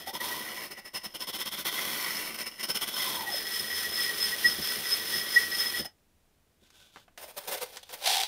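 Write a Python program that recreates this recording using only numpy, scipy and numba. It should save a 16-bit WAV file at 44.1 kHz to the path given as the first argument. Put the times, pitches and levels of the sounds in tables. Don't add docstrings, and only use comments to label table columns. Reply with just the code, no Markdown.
import sys
import numpy as np
from scipy import signal
from scipy.fft import rfft, irfft, next_fast_len
from scipy.io import wavfile
from scipy.ndimage import uniform_filter1d
from numba import njit

SR = 44100
rng = np.random.default_rng(int(sys.argv[2]) if len(sys.argv) > 2 else 0)


def int16_out(signal):
    q = np.round(np.clip(np.atleast_2d(signal).T, -1, 1) * 32767)
    wavfile.write(sys.argv[1], SR, q.astype(np.int16))


N = 364707

# (frequency [Hz], width [Hz], level [dB], rise at full tilt [ratio], grip [dB])
GLASS_MODES = [(1925, 45, -0.5, .04, 3), (5163, 36.6, -2, 0.017, 2.2), (5190, 58, -7.5, 0.02, 1.5),
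               (8860, 260, -10.5, .01, 1.3), (9320, 200, -10.5, .01, 2.8)]
# (frequency [Hz], t60 [s], level [dB])
BOARD_MODES = [(81, 0.17, -14.5), (159, 0.16, -12), (233, 0.088, -1.5), (297, 0.098, -4), (349, 0.059, 1),
               (377.5, 0.053, -8.5), (513, .06, -4.5), (604, 0.07, -11.5)]

TURN_S = 1.58
CIRCLE_S, CIRCLE_PEAK_S = 0.2269, 4.02


def grinding():
    # (time [s], tilt [0 flat, 1 on edge])
    lean = [(0, 0.062), (.065, 0.16), (.16, 0.47), (.6, 0.62), (1.4, 0.7), (2.2, 0.8), (2.95, 0.9),
            (3.17, 0.43), (3.32, .22), (3.365, 0.024), (5.8, 0.028), (5.86, 0.21)]
    # (frequency [Hz], level [dB])
    scrape_spectrum = [(500, -18.5), (1100, -0.5), (1450, 2.5), (2500, 1.5), (3300, 0.5), (4450, 4.5),
                       (4800, -0.5), (5700, 2), (6350, -1), (6600, -6.5), (8450, -6), (8750, 0.5),
                       (10300, 0.5), (13000, 2.5), (16000, 0.5)]
    # (frequency [Hz], width [Hz], level [dB])
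    jar_modes = [(1190, 200, 1.5), (1460, 260, 13.5), (2040, 200, 0), (3470, 150, -1.5), (3726, 66, -2),
                 (4460, 93, 16), (5370, 67, -25.5), (5700, 170, -29.5), (9460, 200, -1), (12600, 750, 3)]
    tilt = np.clip(curves(lean)[0], 0, 1)
    force = rim_force(tilt)
    board_db, wall_db, low_db, high_db = drives_db(tilt, force)
    grains = grit(rate_hz=14000, spread_db=2, judder_db=2.5, judder_hz=401.6)
    scrape = colour(grit(rate_hz=12000, spread_db=3, judder_db=1.46, judder_hz=503), scrape_spectrum)
    scrape -= tilt * (0.53 * resonate(scrape, 4730, 330) + 0.42 * resonate(scrape, 1720, 240))
    hollow = unit(sum(undb(db) * resonate(grains, hz, width_hz) for hz, width_hz, db in jar_modes))
    sound = undb(0.06 - 2 * tilt) * scrape + undb(-10) * tilt * hollow
    sound += wall_voice(grains, tilt, wall_db)
    sound += jar_air(grains, tilt)
    sound += undb(board_db) * board_rumble(tilt)
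    return force * sound + glass_ring(force * grains, tilt, low_db, high_db)


def rim_force(tilt):
    # (time [s], level [dB])
    pressure = [(0, -43.5), (0.125, -66), (0.19, -54), (0.24, -33.5), (0.42, -40), (0.65, -41.5),
                (0.7, -56), (0.92, -68), (1.0, -58.5), (1.66, -57), (1.73, -33.5), (2.0, -33), (2.28, -37),
                (2.36, -47.5), (2.55, -53), (2.88, -44), (2.99, -32), (3.11, -34.3), (3.22, -39),
                (4.0, -35.2), (5.8, -35.5)]
    # (centre [s], length [s], level [dB])
    rasps = [(0.089, 0.072, -39.5), (0.159, 0.072, -36.5), (0.216, 0.039, -36.5), (0.723, 0.051, -43),
             (0.79, 0.05, -46.5), (0.872, 0.068, -48), (0.964, 0.073, -37), (1.056, 0.058, -39.5),
             (1.158, 0.048, -40), (1.223, 0.072, -38), (1.293, 0.059, -35.5), (1.355, 0.066, -34.5),
             (1.389, 0.016, -39), (1.415, 0.066, -34.5), (1.475, 0.058, -34.5), (1.539, 0.067, -35.5),
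             (1.599, 0.094, -35.5), (1.676, 0.074, -29.5), (2.353, 0.035, -37), (2.409, 0.088, -36),
             (2.475, 0.05, -38.5), (2.609, 0.047, -40), (2.644, 0.048, -34.5), (2.705, 0.056, -32),
             (2.766, 0.056, -31), (2.83, 0.055, -30), (2.887, 0.042, -32.5), (3.155, 0.045, -37),
             (3.215, 0.035, -38), (5.858, 0.033, -40.5)]
    lift_s, lift_db_per_s = 5.8, 476
    circling_db = 2 * (1 - on_edge(tilt)) * cycle(CIRCLE_S, CIRCLE_PEAK_S)
    lift_db = lift_db_per_s * np.clip(clock() - lift_s, 0, 1)
    return effort(curves(pressure)[0] + circling_db - lift_db, rasps, skew=0.88, bite=1.36)


def drives_db(tilt, force):
    firm_db, touch_s = -35.5, 0.19
    edge = on_edge(tilt)
    flat = 1 - edge
    circle = cycle(CIRCLE_S, CIRCLE_PEAK_S)
    board_db = -11.5 * edge + flat * (-14.5 - 2 * circle)
    board_db += 3 * np.sin(np.pi * edge)
    wall_db = -7.5 + edge * 3 * cycle(TURN_S, peak_s=1.38)
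    low_db = edge * (-7 + 4 * cycle(TURN_S, peak_s=0.64)) + flat * (-5.5 - 1.5 * circle)
    high_db = edge * (-6 + 5.5 * cycle(TURN_S, peak_s=1.03)) + flat * (-3 + 2.5 * circle)
    touch_power = uniform_filter1d(force ** 2, int(touch_s * SR))
    touch_db = 10 * np.log10(np.maximum(touch_power, 1e-12))
    light_db = np.minimum(firm_db - touch_db, 16)
    return (board_db + 0.54 * light_db, wall_db + 0.25 * light_db,
            low_db + 0.46 * light_db, high_db + 0.14 * light_db)


def glass_ring(push, tilt, low_db, high_db):
    out = np.zeros(N)
    for hz, width_hz, db, rise, grip_db in GLASS_MODES:
        coupling_db = low_db if hz == GLASS_MODES[0][0] else high_db
        pitch_hz = hz * (1 + rise * tilt ** 2 + 0.0044 * walk(40))
        damping_hz = width_hz * (1 + 1.1 * tilt ** 2)
        grip = unit(undb(grip_db * walk(45)))
        gain = undb(coupling_db + db - 1.505 * tilt) * np.sqrt(SR / (np.pi * damping_hz))
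        out += resonate(push * grip * gain, pitch_hz, damping_hz)
    return out


def wall_voice(grains, tilt, wall_db):
    sag = on_edge(tilt) * ((1 + cycle(TURN_S, peak_s=0.8)) / 2) ** 2
    upper = band(grains, hz=3312 - 650 * sag, width_hz=680)
    lower = band(grains, hz=2190, width_hz=330)
    return undb(wall_db) * upper + undb(-8.5) * sag * lower


def jar_air(grains, tilt):
    shut_hz, open_hz, loudest_tilt = 380, 1142, 0.24
    hz = open_hz - (open_hz - shut_hz) * np.exp(-tilt / 0.3)
    leak_hz = 115 + 170 * tilt ** 2
    ring = band(grains / np.sqrt(leak_hz), hz, leak_hz)
    gap = tilt / loudest_tilt
    return undb(-2) * (gap * np.exp(1 - gap)) ** 1.66 * ring


def board_rumble(tilt):
    # (frequency [Hz], level [dB])
    spectrum = [(35, -24.5), (70, -12.5), (105, -8.5), (150, -7), (240, 4), (370, 0), (560, 5), (850, 0.5),
                (1300, -0.5), (2600, -28)]
    shake = grit(rate_hz=5000, spread_db=5, judder_db=0.5, judder_hz=119.4)
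    modes = sum(undb(db) * np.sqrt(t60_s) * resonate(shake, hz, np.log(1000) / np.pi / t60_s)
                for hz, t60_s, db in BOARD_MODES[1:])
    drone = unit(resonate(rng.standard_normal(N), BOARD_MODES[0][0], width_hz=18))
    rumble = colour(grit(rate_hz=5000, spread_db=1.5, judder_db=2, judder_hz=101.6), spectrum)
    return undb(-3.5) * unit(modes) + undb(-2.5) * rumble + undb(-15.5) * (1 - tilt) * drone


def squeals():
    # (centre [s], length [s], mode [low/high], level [dB])
    locks = [(0.211, 0.033, "low", -34), (0.324, .04, "low", -35), (3.283, 0.055, "low", -34),
             (3.345, .099, "high", -32.5), (3.75, 0.083, "high", -37), (3.86, 0.066, "low", -35),
             (3.996, .04, "low", -33), (4.017, 0.055, "high", -29), (4.094, 0.056, "low", -31),
             (4.234, 0.093, "high", -28), (4.334, 0.04, "low", -32), (4.456, .039, "low", -17.5),
             (4.481, .06, "high", -28), (4.927, 0.056, "high", -26), (5.142, .04, "low", -31),
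             (5.166, 0.14, "high", -34), (5.371, 0.034, "low", -14), (5.38, 0.12, "high", -38),
             (5.613, 0.049, "high", -28.5), (5.747, 0.031, "low", -31)]
    mode_hz = {"low": 1918.4, "high": 5190}
    waver = 2 * np.pi * np.cumsum(0.00407 * walk(150)) / SR
    tones = {mode: np.sqrt(2) * np.sin(hz * (2 * np.pi * clock() + waver))
             for mode, hz in mode_hz.items()}
    return sum(undb(db) * swell(centre_s, length_s, skew=1, bite=1.1) * tones[mode]
               for centre_s, length_s, mode, db in locks)


def bumps():
    # (time [s], peak level [dB])
    knocks = [(3.6, -39.5), (3.996, -43.5), (4.3, -47), (4.447, -35), (4.476, -37), (4.586, -32.5),
              (4.601, -51.5), (4.765, -41), (5.152, -37), (5.796, -32), (5.812, -64), (6.62, -58)]
    t = np.arange(SR // 2) / SR
    ring = sum(undb(db - 60 * t / t60_s) * np.sin(2 * np.pi * hz * t) for hz, t60_s, db in BOARD_MODES)
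    ring *= 1 - np.exp(-t / 0.0036)
    ring /= np.abs(ring).max()
    out = np.zeros(N)
    for time_s, db in knocks:
        start = int(time_s * SR)
        out[start:start + len(t)] += undb(db) * ring
    return out


def wiping():
    # (time [s], level [dB])
    pressure = [(7.165, -81), (7.19, -47.5), (7.34, -58), (7.41, -48.5), (7.62, -46.5), (7.85, -60.5),
                (8.0, -48.5), (8.07, -24), (8.235, -29.5), (8.268, -46)]
    # (centre [s], length [s], level [dB])
    wipes = [(7.185, 0.022, -44.5), (7.235, 0.057, -41.5), (7.298, 0.069, -47.5), (7.381, 0.041, -34.5),
             (7.49, 0.041, -30.5), (7.536, 0.09, -31.5), (7.581, 0.034, -38.5), (7.627, 0.054, -32.5),
             (7.753, 0.088, -47.5), (7.835, 0.022, -49.5), (7.908, 0.041, -43.5), (7.942, 0.048, -38.5)]
    # (time [s], air resonance [Hz], wrap round the rim [0-1])
    cover = [(7.17, 674, 0.03), (7.5, 555, 0.12), (7.75, 500, 0.4), (7.84, 520, 1), (7.95, 567, 0.04),
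             (8.06, 650, 0.95), (8.13, 787, 0.97)]
    # (frequency [Hz], level [dB])
    loose_spectrum = [(100, -13), (300, -4.5), (500, 9.5), (900, 7.5), (1200, 1), (1450, 4), (2000, 0.5),
                      (3100, -0.5), (5500, -4.5), (6800, -5), (8400, -9.5), (9200, -3), (11000, -1.5),
                      (16000, 1)]
    wrapped_spectrum = [(59, -71), (100, -56), (109, -52), (209, -42), (243, -38), (564, -27), (774, -5),
                        (1210, -23.5), (1520, -19.5), (2990, -11.5), (3460, -7.5), (6120, -14.5),
                        (6660, -21), (8770, -18), (15500, -26)]
    force = effort(curves(pressure)[0], wipes, skew=0.93, bite=1.3)
    air_hz, wrap = curves(cover)
    grains = grit(rate_hz=7000, spread_db=1.5, judder_db=1.5, judder_hz=345)
    slips = chatter() * grit(rate_hz=12000, spread_db=2, judder_db=2.2, judder_hz=351.4)
    paper = np.sqrt(1 - wrap) * colour(grains, loose_spectrum)
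    paper += np.sqrt(wrap) * undb(-0.8) * colour(slips, wrapped_spectrum)
    air = undb(-13 - 1.5 * wrap) * band(grains, air_hz, width_hz=95)
    rim = undb(1.5) * sum(resonate(force * grains, hz, width_hz) for hz, width_hz, *_ in GLASS_MODES[1:])
    return force * (paper + air) + (1 - wrap) * rim


def chatter():
    slip_hz, rest_depth, peak_depth = 86.2, 0.12, 0.85
    phase = np.cumsum(slip_hz * (1 + 0.22 * walk(60))) / SR % 1
    burst = swell(centre_s=8.2, length_s=0.13, skew=1, bite=2)
    depth = rest_depth + (peak_depth - rest_depth) * burst
    return np.sqrt(1 - depth + depth * unit(np.exp(-phase / 0.41)) ** 2)


def sheet_handling():
    # (centre [s], length [s], level [dB])
    pulls = [(6.655, .14, -65.5), (6.815, 0.3, -59), (6.985, 0.19, -60)]
    # (frequency [Hz], level [dB])
    spectrum = [(59, -62), (100, -10), (319, -12), (394, -10.5), (1040, -12.5), (1230, -14), (1520, -4),
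                (1760, -15), (3610, -1.5), (4020, -8), (15500, -21)]
    # (time [s], level [dB], brightness [Hz])
    flicks = [(6.703, -54, 9000), (6.96, -40, 1310), (6.97, -43, 1600), (7.08, -52.5, 1360),
              (7.176, -40, 5960), (7.77, -34, 6980), (7.892, -43.5, 6000), (7.939, -39, 9000)]
    grains = grit(rate_hz=2800, spread_db=1, judder_db=1.7, judder_hz=150.7)
    out = effort(-91, pulls, skew=0.93, bite=1.2) * colour(grains, spectrum)
    for time_s, db, bright_hz in flicks:
        age_s = clock() - time_s
        centre_hz = np.sqrt(600 * bright_hz)
        crack = resonate(rng.standard_normal(N), centre_hz, 1.2 * bright_hz)
        crack = unit(resonate(crack, centre_hz, 1.06 * bright_hz))
        out += undb(db) * crack * (age_s > 0) * np.exp(-np.abs(age_s) / 0.0059)
    return out


def workshop(x, t60_s, wet_db):
    t = np.arange(SR // 2) / SR
    tail = rng.standard_normal(len(t)) * np.exp(-np.log(1000) * t / t60_s) * (t > 0.003)
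    tail = signal.sosfilt(signal.butter(1, 6000, fs=SR, output="sos"), tail)
    return x + undb(wet_db) * signal.fftconvolve(x, tail / np.linalg.norm(tail))[:N]


def room_tone():
    # (frequency [Hz], level [dB])
    spectrum = [(12, -25.5), (20, 1), (38, -12.5), (53, -15.5), (80, -7), (103, -15.5), (225, -17),
                (404, -21.5), (614, -23.5), (881, -27.5), (15500, -38)]
    return undb(-68.5) * colour(rng.standard_normal(N), spectrum)


def grit(rate_hz, spread_db, judder_db, judder_hz):
    hits = rng.random(N) < rate_hz / SR
    sizes = undb(spread_db * np.minimum(rng.exponential(size=N), 5))
    return unit(hits * sizes * rng.choice([-1, 1], N) * undb(judder_db * walk(judder_hz)))


def effort(steady_db, strokes, skew, bite):
    stroke_power = sum((undb(db) * swell(centre_s, length_s, skew, bite)) ** 2
                       for centre_s, length_s, db in strokes)
    return np.sqrt(undb(steady_db) ** 2 + stroke_power)


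def swell(centre_s, length_s, skew, bite):
    progress = (clock() - centre_s) / length_s + 0.5
    inside = (progress > 0) & (progress < 1)
    out = np.zeros(N)
    out[inside] = np.tanh(bite * np.sin(np.pi * progress[inside] ** skew) ** 2.5) / np.tanh(bite)
    return out


def on_edge(tilt):
    return np.clip(tilt / 0.62, 0, 1)


def cycle(period_s, peak_s):
    return np.cos(2 * np.pi * (clock() - peak_s) / period_s)


def walk(rate_hz):
    hold = max(int(SR / rate_hz), 2)
    steps = np.repeat(rng.standard_normal(N // hold + 1), hold)
    return unit(uniform_filter1d(steps, hold)[:N])


def colour(x, spectrum):
    hz, db = np.transpose(spectrum)
    size = next_fast_len(N + 8192)
    size += size % 2
    bins_hz = np.arange(size // 2 + 1) * SR / size
    gain = undb(np.interp(np.log(bins_hz + 1), np.log(hz), db))
    cepstrum = irfft(np.log(gain))
    cepstrum[1:size // 2] *= 2
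    cepstrum[size // 2 + 1:] = 0
    return unit(irfft(rfft(x, size) * np.exp(rfft(cepstrum)))[:N])


@njit
def svf(x, hz, width_hz):
    y = np.empty(len(x))
    band_state, low_state = 0., 0.
    for i in range(len(x)):
        g, k = np.tan(np.pi * hz[i] / SR), width_hz[i] / hz[i]
        v = (band_state + g * (x[i] - low_state)) / (1 + g * (g + k))
        band_state = 2 * v - band_state
        low_state += 2 * g * v
        y[i] = k * v
    return y


def resonate(x, hz, width_hz):
    return svf(x, hz + np.zeros(N), width_hz + np.zeros(N))


def band(x, hz, width_hz):
    return unit(resonate(resonate(x, hz, width_hz), hz, width_hz))


def curves(table):
    times_s, *columns = np.transpose(table)
    return [np.interp(clock(), times_s, column) for column in columns]


def clock():
    return np.arange(N) / SR


def undb(db):
    return 10 ** (np.asarray(db) / 20)


def unit(x):
    return x / np.sqrt(np.mean(x ** 2))


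def scene():
    near = grinding() + squeals() + bumps() + sheet_handling() + wiping()
    return (room_tone() + workshop(near, t60_s=0.14, wet_db=-12.5))[None]


def record(dry):
    return signal.sosfilt(signal.ellip(12, 0.1, 80, 15600, fs=SR, output="sos"), dry)


dry = scene()
out = record(dry)
int16_out(out)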